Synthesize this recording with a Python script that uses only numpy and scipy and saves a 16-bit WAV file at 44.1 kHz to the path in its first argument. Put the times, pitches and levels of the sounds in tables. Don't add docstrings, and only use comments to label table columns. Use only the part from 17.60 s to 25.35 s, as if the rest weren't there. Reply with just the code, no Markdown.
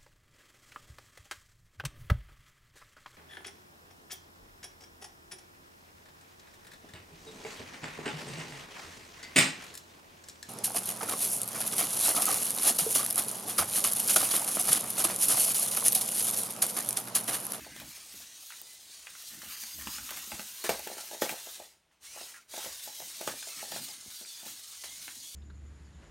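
import sys
import numpy as np
from scipy import signal
from scipy.fft import rfft, irfft, next_fast_len
from scipy.io import wavfile
from scipy.ndimage import uniform_filter1d, map_coordinates

SR = 44100
rng = np.random.default_rng(int(sys.argv[2]) if len(sys.argv) > 2 else 0)


def attenuation_scalar(level_db):
    decades = np.asarray(level_db, float) / 20
    return 10 ** decades


def waveform_to_disk(signal):
    frames = np.transpose(np.atleast_2d(signal))
    scaled = np.clip(frames, -1, 1) * 32767
    samples = np.round(scaled).astype(np.int16)
    wavfile.write(sys.argv[1], SR, samples)


N = 341775

# frequency in [Hz], width in [Hz], level in [dB].
FLOOR_MODES = [(398.8, 127.8, -2), (513.7, 78.6, -1), (642.9, 103.8, 0.5), (800, 69.3, 1), (885, 63, 2)]


def unit(x):
    return x / np.sqrt(np.mean(x ** 2) + 1e-20)


def unit_peak(x):
    return x / np.abs(x).max()


def add_at(out, start_s, sound):
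    out[round(start_s * SR):][:len(sound)] += sound


def along(points, hz):
    f, v = np.transpose(points)
    return np.interp(np.log(hz + 1), np.log(f + 1), v)


def curves(rows):
    s, *cols = np.transpose(rows)
    return [np.interp(np.arange(N) / SR, s, c) for c in cols]


def wobble(rate_hz):
    knots = rng.standard_normal(int(N * rate_hz / SR) + 4)
    return map_coordinates(knots, [np.arange(N) * rate_hz / SR])


def filtered(x, response):
    m = next_fast_len(len(x) + SR // 10)
    return irfft(rfft(x, m) * response(np.fft.rfftfreq(m, 1 / SR)), m)[:len(x)]


def coloured(spectrum):
    return unit(filtered(rng.standard_normal(N), lambda hz: attenuation_scalar(along(spectrum, hz))))


def ringing(x, modes):
    def response(f):
        total = 0
        for k, (centre, width, db) in enumerate(modes):
            damping = 1j * f * width
            total = total + (-1) ** k * attenuation_scalar(db) * damping / (centre ** 2 - f * f + damping)
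        return total
    return filtered(x, response)


def chatter(rate_hz, spread_db):
    hit = rng.random(N) < rate_hz / SR
    return hit * rng.standard_normal(N) * attenuation_scalar(spread_db * rng.exponential(size=N))


def streaky(x, patchy_db):
    z = signal.stft(x, nperseg=512)[2]
    field = uniform_filter1d(rng.standard_normal(z.shape), size=2, axis=0)
    field = uniform_filter1d(field, size=16, axis=1)
    return signal.istft(z * attenuation_scalar(patchy_db * unit(field)), nperseg=512)[1][:N]


def soft(x):
    return signal.sosfilt(signal.butter(2, [230, 960], "bandpass", fs=SR, output="sos"), x)


def swells(s, db, rise_s, fall_s, calm_db):
    column = lambda values: np.reshape(values, (-1, 1))
    t = np.arange(0, N / SR, .002)
    late = t - column(s)
    slope = np.maximum(late / column(fall_s), -late / column(rise_s))
    power = np.sum(attenuation_scalar(column(db) - 20 * slope) ** 2, axis=0)
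    return 10 * np.log10(np.interp(np.arange(N) / SR, t, power) + attenuation_scalar(calm_db) ** 2)


def motors():
    # frequency in [Hz], density in [dB].
    housing = [(1650, -36), (2800, -8.5), (2960, -3.5), (3930, 2), (4370, 2), (4670, 0), (5110, 0.5),
               (6710, 3), (7630, -1), (8440, 1.5), (9800, 1), (10600, -3), (13800, -62.5), (22000, -120)]
    sizzle_colour = [(9800, -52), (10300, -6.5), (11500, 9.5), (14000, 7), (15700, 5)]
    rattle_colour = [(700, -20), (1050, -3.5), (1500, -2.5), (2100, 0), (2900, -3.5), (3600, -22)]
    hiss_db, sizzle_db, rattle_db = drive()
    load_db = 0.17 * wobble(17) + 0.91 * wobble(45) + 0.716 * wobble(120)
    teeth = rng.standard_normal(N) + .45 * unit(chatter(3000, spread_db=.7))

    def through(points, patchy_db):
        return unit(filtered(streaky(teeth, patchy_db), lambda hz: attenuation_scalar(along(points, hz))))

    hiss = attenuation_scalar(hiss_db) * (through(housing, patchy_db=2.1) + attenuation_scalar(-12) * squeaks(count=400))
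    sizzle = attenuation_scalar(sizzle_db + 1.5 * wobble(40)) * through(sizzle_colour, patchy_db=1.4)
    rattle = attenuation_scalar(rattle_db + 1.6 * wobble(25)) * through(rattle_colour, patchy_db=3.3)
    return attenuation_scalar(load_db) * (hiss + sizzle + rattle)


def drive():
    # time in [s], effort in [dB], brightness as the housing turns
    # to the microphone in [dB], slack in the frame in [dB].
    effort = [(0.0, -55, -13.5, -2.5), (0.15, -54.5, -8.5, -4.5), (0.3, -50.5, -3, -8.5),
              (0.72, -51.5, -11.5, -10), (1.0, -51.5, -7.5, -12.5), (1.22, -52.5, -7, -14),
              (1.5, -52.5, -10, -9.5), (1.77, -53, -1, -10), (2.2, -46.5, 0, -11),
              (3.0, -47.5, -1.5, -10.5), (3.2, -46.5, -2.5, -10.5), (3.48, -48, -3, -9.5),
              (3.8, -47.5, -2.5, -11), (4.5, -51, -7.5, -11.5), (5.2, -46.5, -5, -14),
              (6.3, -45.5, -7, -13.5), (6.37, -51, -10, -13), (7.75, -47, -5.5, -19)]
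    # time in [s], hiss in [dB],
    # sizzle re hiss in [dB], rattle re hiss in [dB].
    surges = [(0.21, -58, -4.5, 4), (0.571, -53.5, 1.5, -8.5), (0.87, -54, 2, -15.5),
              (1.39, -56.5, -15.5, -28.5), (1.68, -46.5, -3.5, -20), (1.91, -46.5, -0.5, -4.5),
              (2.05, -48, -6.5, -14.5), (2.36, -46, -9, -7), (2.57, -47.5, -2, -3), (2.751, -46, -4, -13),
              (3.408, -48, -10.5, -10.5), (3.7, -44, -5.5, -4), (4.611, -49, -9.5, -4),
              (4.971, -45, -7, -7), (5.081, -46.5, -3.5, -5.5), (5.42, -53.5, 5, -12.5),
              (6.02, -48.5, -6.5, -1.5), (6.16, -47, -3, -4), (6.56, -48, -3.5, -12.5),
              (6.7, -49.5, -6.5, -34.5), (6.89, -47, -1, -9.5), (7.43, -57, -10, -2)]
    jolts = [
        (0.008, -52.5, 1, -4),
        (2.19, -57.5, -3, 6.5),
        (3.046, -39.5, -4.5, 0.5),
        (3.094, -38, -2, -8),
        (3.618, -34.5, -2, -16),
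        (4.32, -76, -18, 4.5),
        (4.743, -54, -7.5, -0.5),
        (5.612, -49, 3, -11.5),
        (5.674, -42, -3.5, -5),
        (7.24, -44.5, -10, -12.5),
    ]
    effort_db, bright_db, slack_db = curves(effort)
    surge_s, surge_db, surge_sizzle, surge_rattle = np.transpose(surges)
    jolt_s, jolt_db, jolt_sizzle, jolt_rattle = np.transpose(jolts)
    lost_db = coasting()

    def level(calm_db, sinks, surge_rel_db, jolt_rel_db):
        running_db = swells(surge_s, surge_db + surge_rel_db, 0.19, 0.183, effort_db + calm_db)
        running_db = running_db - sinks * lost_db
        return swells(jolt_s, jolt_db + jolt_rel_db, 0.0094, 0.115, running_db)

    return (level(0, 1, 0, 0),
            level(bright_db, 1.2, surge_sizzle, jolt_sizzle),
            level(slack_db, 0.823, surge_rattle, jolt_rattle))


def coasting():
    # power off in [s], power on in [s], time to rest in [s].
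    stops = [
        (3.944, 4.399, 0.303),
        (4.67, 4.874, 0.193),
    ]
    rest_db, curve, spin_up_s = 33.5, 1.547, 0.0176
    t, lost_db = np.arange(N) / SR, 0
    for off, on, rest_s in stops:
        slowed = np.clip((np.minimum(t, on) - off) / rest_s, 0, 1) ** curve
        lost_db = lost_db + rest_db * slowed * np.exp(-np.maximum(t - on, 0) / spin_up_s)
    return lost_db


def squeaks(count):
    out = np.zeros(N + SR)
    for start, pitch, life, slide, level in rng.random((count, 5)):
        life_s = .04 + .1 * life
        t = np.arange(int(life_s * SR)) / SR
        bend = 1 + .14 * (slide - .55) * t / life_s / 2
        tone = np.sin(2 * np.pi * 3300 * 3 ** pitch * t * bend)
        add_at(out, start * N / SR, attenuation_scalar(7 * level) * np.sin(np.pi * t / life_s) * tone)
    return unit(out[:N] * (1 + 0.78 * wobble(200)))


def whistles():
    # time in [s], mesh pitch in [Hz], level in [dB].
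    whine_rows = [(1.87, 4500, -60), (1.9, 4690, -55), (1.945, 4785, -54), (1.985, 4730, -63),
                  (2.01, 4670, -54), (2.05, 4740, -55), (2.07, 4760, -62), (2.145, 4840, -53),
                  (2.17, 4830, -70), (2.24, 4800, -68), (2.27, 4830, -55), (2.325, 4920, -52),
                  (2.365, 5200, -50), (2.4, 5320, -55), (2.43, 5450, -62)]
    # start in [s], end in [s],
    # first pitch in [Hz], last pitch in [Hz], level in [dB].
    early = [(0.027, 0.168, 4560, 4690, -63), (0.705, 0.806, 5860, 5770, -58),
             (0.745, 0.886, 2630, 2500, -66), (0.84, 0.981, 6460, 7130, -60),
             (0.88, 0.981, 3790, 3790, -60), (1.005, 1.106, 4350, 4260, -62),
             (1.055, 1.195, 2020, 2020, -63), (1.104, 1.205, 2990, 3160, -64),
             (1.264, 1.405, 4740, 4480, -60), (1.269, 1.41, 3750, 3080, -59),
             (1.284, 1.425, 2430, 2170, -67), (1.419, 1.52, 4690, 4690, -61),
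             (1.529, 1.669, 5680, 5810, -58), (1.643, 1.744, 3420, 3420, -59),
             (1.873, 2.013, 3270, 3140, -58), (2.237, 2.378, 8010, 8140, -56),
             (3.729, 3.829, 5730, 5730, -55), (3.748, 3.889, 2730, 2730, -57),
             (3.928, 4.029, 3920, 3920, -58), (3.963, 4.104, 3470, 3470, -62),
             (4.457, 4.598, 2110, 2650, -59), (4.472, 4.573, 6090, 6010, -58),
             (4.477, 4.548, 5840, 5840, -54), (4.592, 4.662, 3810, 4050, -55),
             (4.911, 4.982, 3210, 3570, -54), (4.931, 5.071, 3550, 3420, -54),
             (5.185, 5.256, 3380, 3680, -54), (5.285, 5.426, 4070, 3810, -54)]
    late = [(5.754, 5.855, 2390, 2390, -56), (5.889, 5.959, 2710, 2540, -56),
            (5.933, 6.034, 8010, 8010, -53), (5.963, 6.064, 8420, 7770, -53),
            (6.178, 6.279, 5080, 4440, -51), (6.223, 6.294, 3420, 3420, -56),
            (6.372, 6.513, 6350, 6480, -59), (6.632, 6.733, 4970, 4240, -50),
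            (6.672, 6.813, 3510, 3380, -55), (6.951, 7.052, 8420, 8700, -61),
            (7.001, 7.142, 4200, 4330, -61), (7.006, 7.107, 3440, 3360, -66),
            (7.071, 7.212, 2110, 2240, -70), (7.131, 7.202, 7000, 7240, -55),
            (7.161, 7.301, 2020, 2020, -62), (7.26, 7.401, 1960, 2220, -59), (7.36, 7.501, 2280, 2150, -63),
            (7.37, 7.471, 4440, 4440, -58), (7.49, 7.561, 7100, 7100, -56), (7.56, 7.701, 2130, 2260, -68),
            (7.65, 7.75, 3290, 3570, -58)]
    chirps = [(3.012, 3.047, 4050, 4600, -47), (4.738, 4.775, 1720, 1600, -53),
              (4.745, 4.81, 1440, 1380, -59), (5.08, 5.11, 3950, 3900, -49), (5.13, 5.16, 3900, 3880, -49),
              (5.9, 5.935, 4300, 3880, -49), (5.92, 5.945, 8650, 8400, -50), (5.96, 5.99, 5000, 5300, -48),
              (5.945, 5.985, 6400, 6250, -51), (6.0, 6.04, 5800, 5650, -50), (6.0, 6.035, 7000, 6900, -51),
              (6.01, 6.05, 4500, 4300, -52), (6.065, 6.1, 5900, 5750, -51), (6.12, 6.165, 4850, 4500, -49),
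              (6.12, 6.16, 8600, 8300, -50), (6.21, 6.26, 8500, 8050, -51), (6.21, 6.29, 4200, 4050, -52),
              (6.28, 6.32, 5300, 4750, -49), (6.56, 6.62, 4800, 4500, -51), (6.56, 6.62, 3620, 3400, -54),
              (6.77, 6.83, 3450, 3600, -53), (6.77, 6.82, 4550, 4750, -54), (6.46, 6.52, 2150, 2150, -62),
              (7.25, 7.3, 4000, 3850, -52), (7.28, 7.32, 3450, 3250, -54), (7.3, 7.36, 2130, 2130, -55),
              (7.585, 7.62, 4850, 4750, -54), (7.67, 7.75, 4550, 4800, -55)]
    whine_db, glide_db = 2, -4.5
    partner_ratio, partner_db = 1.34, -1
    out = np.zeros(N)
    waver = 1 + .003 * wobble(60) + .003 * wobble(500)
    grit = attenuation_scalar(1.5 * wobble(45)) * (1.35 + .45 * wobble(260))
    whine = [(s, hz, db + whine_db) for s, hz, db in whine_rows]
    partner = [(s, partner_ratio * hz, db + partner_db) for s, hz, db in whine]
    tones = [whine, partner]
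    for s0, s1, hz0, hz1, db in early + late + chirps:
        tones.append([(s0, hz0, db + glide_db), (s1, hz1, db + glide_db)])
    for k, rows in enumerate(tones):
        s, hz, db = np.transpose(rows)
        span = np.arange(int(s[0] * SR), min(int(s[-1] * SR), N))
        fade = signal.windows.tukey(len(span), .3)
        own_grit = grit[(span + 9000 * k) % N]
        level = attenuation_scalar(np.interp(span / SR, s, db))
        cycles = np.cumsum(np.interp(span / SR, s, hz) * waver[span]) / SR
        out[span] += fade * own_grit * level * np.sin(2 * np.pi * cycles)
    return out


def footfalls():
    # frequency in [Hz], width in [Hz], level in [dB].
    ramp = [(145, 23, -20.5), (217.5, 40.8, 15), (305.4, 82, -4)]
    out, t = np.zeros(N + SR), np.arange(SR // 4) / SR
    for s, db, thud_db, hz in steps():
        shake_db = -60 * t / 0.173 - 0.43 * max(db + 37.5, 0)
        shake = rng.standard_normal((2, len(t))) * 0.0483 * attenuation_scalar(shake_db)
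        knots = t[::350]
        shake *= attenuation_scalar(3.5 * np.interp(t, knots, rng.standard_normal(len(knots))))
        shake[:, 0] = 2.2
        spot = [(c, w, level - 9 * abs(np.log2(c / hz))) for c, w, level in FLOOR_MODES]
        knock = unit_peak(soft(ringing(shake[0], spot)))
        thud = unit_peak(ringing(shake[1], ramp))
        add_at(out, s, attenuation_scalar(db) * (knock + attenuation_scalar(thud_db - 1.0) * thud))
    return out[:N]


def steps():
    # time in [s], knock peak in [dB], thud re knock in [dB], knock pitch in [Hz].
    soft_steps = [(0.064, -39.5, -28.5, 600), (0.16, -46, -10.5, 439), (0.215, -43, -14.5, 651),
                  (0.375, -53, -32, 640), (0.46, -57.5, -29.5, 640), (0.541, -56, 1, 339),
                  (0.6, -52.5, -25.5, 640), (1.014, -52, -18, 500), (1.735, -53.5, -1, 778),
                  (1.83, -46.5, -5, 614), (2.032, -52, -0.5, 800), (2.185, -51.5, -4.5, 750),
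                  (2.269, -44, 7.5, 926), (2.382, -47.5, -12.5, 869), (2.51, -40.5, -13.5, 584),
                  (2.573, -45.5, -30, 750), (2.673, -55.5, 3, 320), (2.718, -35.5, -12, 880),
                  (2.793, -38.5, -1.5, 833), (6.46, -52.5, 3, 349), (6.611, -49, -6, 430),
                  (6.83, -45.5, -11, 662), (6.861, -44, -5.5, 620), (7.239, -42.5, -30.5, 830)]
    # time in [s], knock peak in [dB], knock pitch in [Hz].
    hard_steps = [(3.042, -31.5, 374), (3.094, -22, 622), (3.192, -35.5, 719), (3.268, -31, 517),
                  (3.313, -33.5, 578), (3.382, -37.5, 810), (3.511, -35, 840), (3.531, -36.5, 597),
                  (3.621, -23.5, 600), (3.693, -33, 790), (3.722, -31.5, 800), (3.869, -39, 577),
                  (3.998, -36.5, 654), (4.56, -41, 637), (4.61, -38.5, 614), (4.938, -35.5, 626),
                  (4.976, -33, 618), (5.059, -35.5, 595), (5.273, -37.5, 753), (5.4, -38.5, 627),
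                  (5.609, -30.5, 572), (5.676, -30.5, 560), (5.87, -41, 668), (6.026, -33.5, 790),
                  (6.118, -32.5, 705), (6.159, -34, 650), (6.287, -48.5, 820)]
    return soft_steps + [(s, db, -25.5 + 0.787 * (db + 39), hz) for s, db, hz in hard_steps]


def rebounds():
    # time in [s], peak in [dB], pitch in [Hz].
    taps = [(3.0926, -16, 480), (3.6205, -17.5, 450), (5.6755, -25.5, 469), (3.3005, -34.5, 617),
            (3.3696, -39, 400), (3.437, -46, 652), (5.043, -41.5, 500), (5.422, -39, 695),
            (4.991, -41, 750), (3.0495, -33.5, 500), (3.056, -33.5, 450), (3.1005, -26.5, 800),
            (3.1078, -22.5, 613), (3.115, -35, 560), (3.1265, -32.5, 643), (3.138, -37, 700),
            (3.147, -34, 800), (3.1555, -37.5, 617), (3.2735, -38.5, 596), (3.6245, -26, 512),
            (3.636, -35, 560), (3.652, -31.5, 800), (3.664, -31.5, 624), (3.741, -34.5, 695),
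            (5.6272, -39, 620), (5.691, -40.5, 520), (5.738, -39, 602), (2.753, -43, 860),
            (4.575, -42, 800)]
    out, impulse = np.zeros(N + SR), np.eye(1, SR // 20)[0]
    for s, db, hz in taps:
        width_hz = 210
        add_at(out, s, attenuation_scalar(db) * unit_peak(soft(ringing(impulse, [(hz, width_hz, 0)]))))
    return out[:N]


def clicks():
    # time in [s], peak in [dB], pitch in [Hz], crack re peak in [dB].
    linkages = [(0.0467, -41.5, 1330, -12), (0.9039, -34, 1600, -25.5), (0.921, -34, 2130, -19.5),
                (0.934, -39.5, 2160, -20), (1.4686, -30.5, 2470, -24.5), (1.551, -38.5, 2000, -8.5),
                (1.599, -45, 1900, -14.5), (1.953, -39, 2000, -15.5), (1.8175, -33.5, 1450, -6),
                (2.2112, -32, 1910, -7.5), (2.2709, -26, 1033, -18.5), (2.3829, -31, 1430, -5.5),
                (2.4905, -27.5, 1212, -18), (2.506, -29.5, 1160, -1), (2.522, -34.5, 1190, -22),
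                (2.7171, -26, 2590, -13.5), (3.092, -19, 2277, -6.5), (3.6197, -19, 1901, -18),
                (3.6248, -27.5, 1490, -15), (3.6923, -24.5, 2380, -7), (4.3109, -61, 1050, -23),
                (4.3127, -66, 3560, -25.5), (4.7414, -49.5, 1575, -16.5), (5.0452, -34, 2320, -11.5),
                (5.6753, -21.5, 1227, -20), (6.648, -41.5, 2380, -21), (5.8263, -33, 2470, -19),
                (7.237, -33, 4370, -13), (7.2394, -35, 2000, -12.5), (7.243, -42, 3320, -14),
                (7.479, -30, 2126, -20)]
    # time in [s], peak in [dB].
    ankles = [(0.163, -39), (0.199, -34), (0.5381, -42), (2.0348, -33), (2.5715, -31), (2.794, -30),
              (3.04, -26), (3.1943, -33), (3.2728, -30), (3.381, -35), (3.5115, -37.5), (4.9369, -36.5),
              (5.275, -40), (5.4011, -37), (5.612, -35), (6.119, -30.5), (6.1621, -33), (6.879, -39)]
    # frequency in [Hz], width in [Hz], level in [dB].
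    frame = [(1450, 830, 5), (2000, 297, 8), (2470, 586, 1), (3554, 610, -3)]
    ankle_hz, ankle_crack_db = 2660, -4
    out, t = np.zeros(N + SR), np.arange(SR // 6) / SR
    bright = signal.butter(2, 3500, "highpass", fs=SR, output="sos")
    slap = attenuation_scalar(-60 * t / .012) * (1 - np.exp(-t / .0003))
    shiver = attenuation_scalar(-60 * t / 0.232) * (1 - np.exp(-t / 0.00334))
    pins = [(s, db, ankle_hz * 2 ** rng.uniform(-.7, 0.76), ankle_crack_db) for s, db in ankles]
    for s, db, hz, crack_db in linkages + pins:
        jolt = rng.standard_normal((2, len(t)))
        ring = slap * np.sin(2 * np.pi * hz * t)
        clack = 1.9 * ringing(jolt[0] * (slap + .09 * shiver), frame)
        snap = jolt[1] * (attenuation_scalar(-60 * t / .022) + .06 * shiver)
        crack = attenuation_scalar(crack_db + 3.5) * signal.sosfilt(bright, snap)
        add_at(out, s + .0006, attenuation_scalar(db - 3.5) * (ring + clack + crack))
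    return out[:N]


def ticks():
    # time in [s], peak in [dB].
    snaps = [
        (1.0155, -26),
        (1.505, -38.5),
        (1.6241, -29),
        (1.7071, -33.5),
        (3.1926, -24),
        (3.4128, -33.5),
        (5.612, -28.5),
        (6.9007, -33),
    ]
    t60_s = 0.00666
    out, t = np.zeros(N + SR), np.arange(SR // 50) / SR
    for s, db in snaps:
        add_at(out, s, attenuation_scalar(db - 7 - 60 * t / t60_s) * np.diff(rng.standard_normal(len(t) + 1)))
    return out[:N]


def scuffle():
    # frequency in [Hz], density in [dB].
    flex_colour = [(68, -47.5), (115, -2.5), (173, -4.5), (248, -2), (330, -2.5), (430, -44.5), (730, -120)]
    boom_colour = [(18, -52), (30, -14), (70, 3.5), (115, -11.5), (150, -41.5), (250, -120)]
    scuff_db, flex_db, boom_db = ground()
    contacts = 1.56 * rng.standard_normal(N) + unit(chatter(120, spread_db=-6.0))
    drag = attenuation_scalar(scuff_db) * unit(soft(ringing(contacts, FLOOR_MODES)))
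    flex = attenuation_scalar(flex_db - 1.0 + 3.2 * wobble(18)) * coloured(flex_colour)
    boom = attenuation_scalar(boom_db + 1.5) * coloured(boom_colour)
    return drag + flex + boom


def ground():
    # time in [s], time to sink 20 dB in [s],
    # flex in [dB], boom re flex in [dB].
    lurches = [(0.02, 0.1, -52.5, -7.5), (0.11, 0.4, -58.5, -2), (0.2, 0.1342, -55.5, -9.5),
               (0.24, 0.0745, -51, -6.5), (0.285, 0.0721, -54.5, -12.5), (0.55, 0.16, -59.5, -5),
               (1.75, 0.76, -64.5, -5), (1.85, 0.0444, -57, 4), (2.2, 0.274, -54.5, 1),
               (2.285, 0.0147, -47, -4), (2.42, 0.29, -55.5, -3), (2.74, 0.0619, -46.5, -7.5),
               (2.81, 0.02, -59, -10), (3.1, 0.12, -51, 2), (3.32, 0.39, -64, -12.5),
               (3.63, 0.0423, -44, -15), (3.71, 0.1, -59, -6), (4.62, 0.06, -70, -3), (5.07, 0.15, -63, 0),
               (5.29, .06, -68, -14.5), (5.43, 0.16, -64, -13.5), (5.68, 0.1263, -51, -16),
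               (5.97, 0.05, -60, -18), (6.05, 0.05, -58.5, -15.5), (6.15, -0.2636, -53, -16),
               (6.48, -0.01, -60.5, 6), (6.87, .08, -56, -18), (7.3, 0.86, -68.5, -1.5),
               (7.48, 0.06, -62, -12), (7.57, 0.04, -62, -13)]
    step_s, step_db = np.transpose(steps())[:2]
    lurch_s, sink_s, flex_db, boom_db = np.transpose(lurches)
    fall_s = abs(sink_s)
    rise_s = 0.236 * fall_s
    still_db = 0.236 * coasting()
    drag_db = -64.5 + 0.643 * (step_db + 38.5)
    return (swells(step_s, drag_db, 0.071, 0.189, -74 - still_db),
            swells(lurch_s, flex_db, rise_s, fall_s, -79 - still_db),
            swells(lurch_s, flex_db + boom_db, rise_s, fall_s, -80 - still_db))


def room(x):
    # frequency in [Hz], t60 in [s].
    decay = [(200, 0.15), (2000, 0.232), (10000, 0.0296)]
    hz, t, z = signal.stft(rng.standard_normal(SR // 2), SR, nperseg=256)
    tail = signal.istft(z * attenuation_scalar(-60 * t / along(decay, hz)[:, None]), SR, nperseg=256)[1]
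    return signal.fftconvolve(np.pad(x, (180, 0)), tail / np.linalg.norm(tail))[:N]


def air():
    # frequency in [Hz], density in [dB].
    hum = [(18, -49.5), (30, 1.5), (145, -8), (210, -7.5), (259, -29), (889, -14), (3060, -13),
           (16000, -35.5)]
    return attenuation_scalar(-75) * coloured(hum)


def scene():
    hits = footfalls() + rebounds() + clicks() + ticks()
    mono = motors() + whistles() + scuffle() + hits + attenuation_scalar(-9.0) * room(hits) + air()
    return np.array([mono, mono])


def roll_off(x):
    return signal.sosfilt(signal.butter(12, 16780, fs=SR, output="sos"), x)


def record(dry):
    def microphone(hz):
        port = attenuation_scalar(-6 * np.exp(-((hz - 10450) / 220) ** 2))
        bass_cut = (1j * hz / (45 + 1j * hz)) ** 2
        return (hz < 15830) * port * bass_cut

    mono = filtered(dry[0], microphone)
    return roll_off(np.array([mono, mono]))


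dry = scene()
out = record(dry)
waveform_to_disk(out)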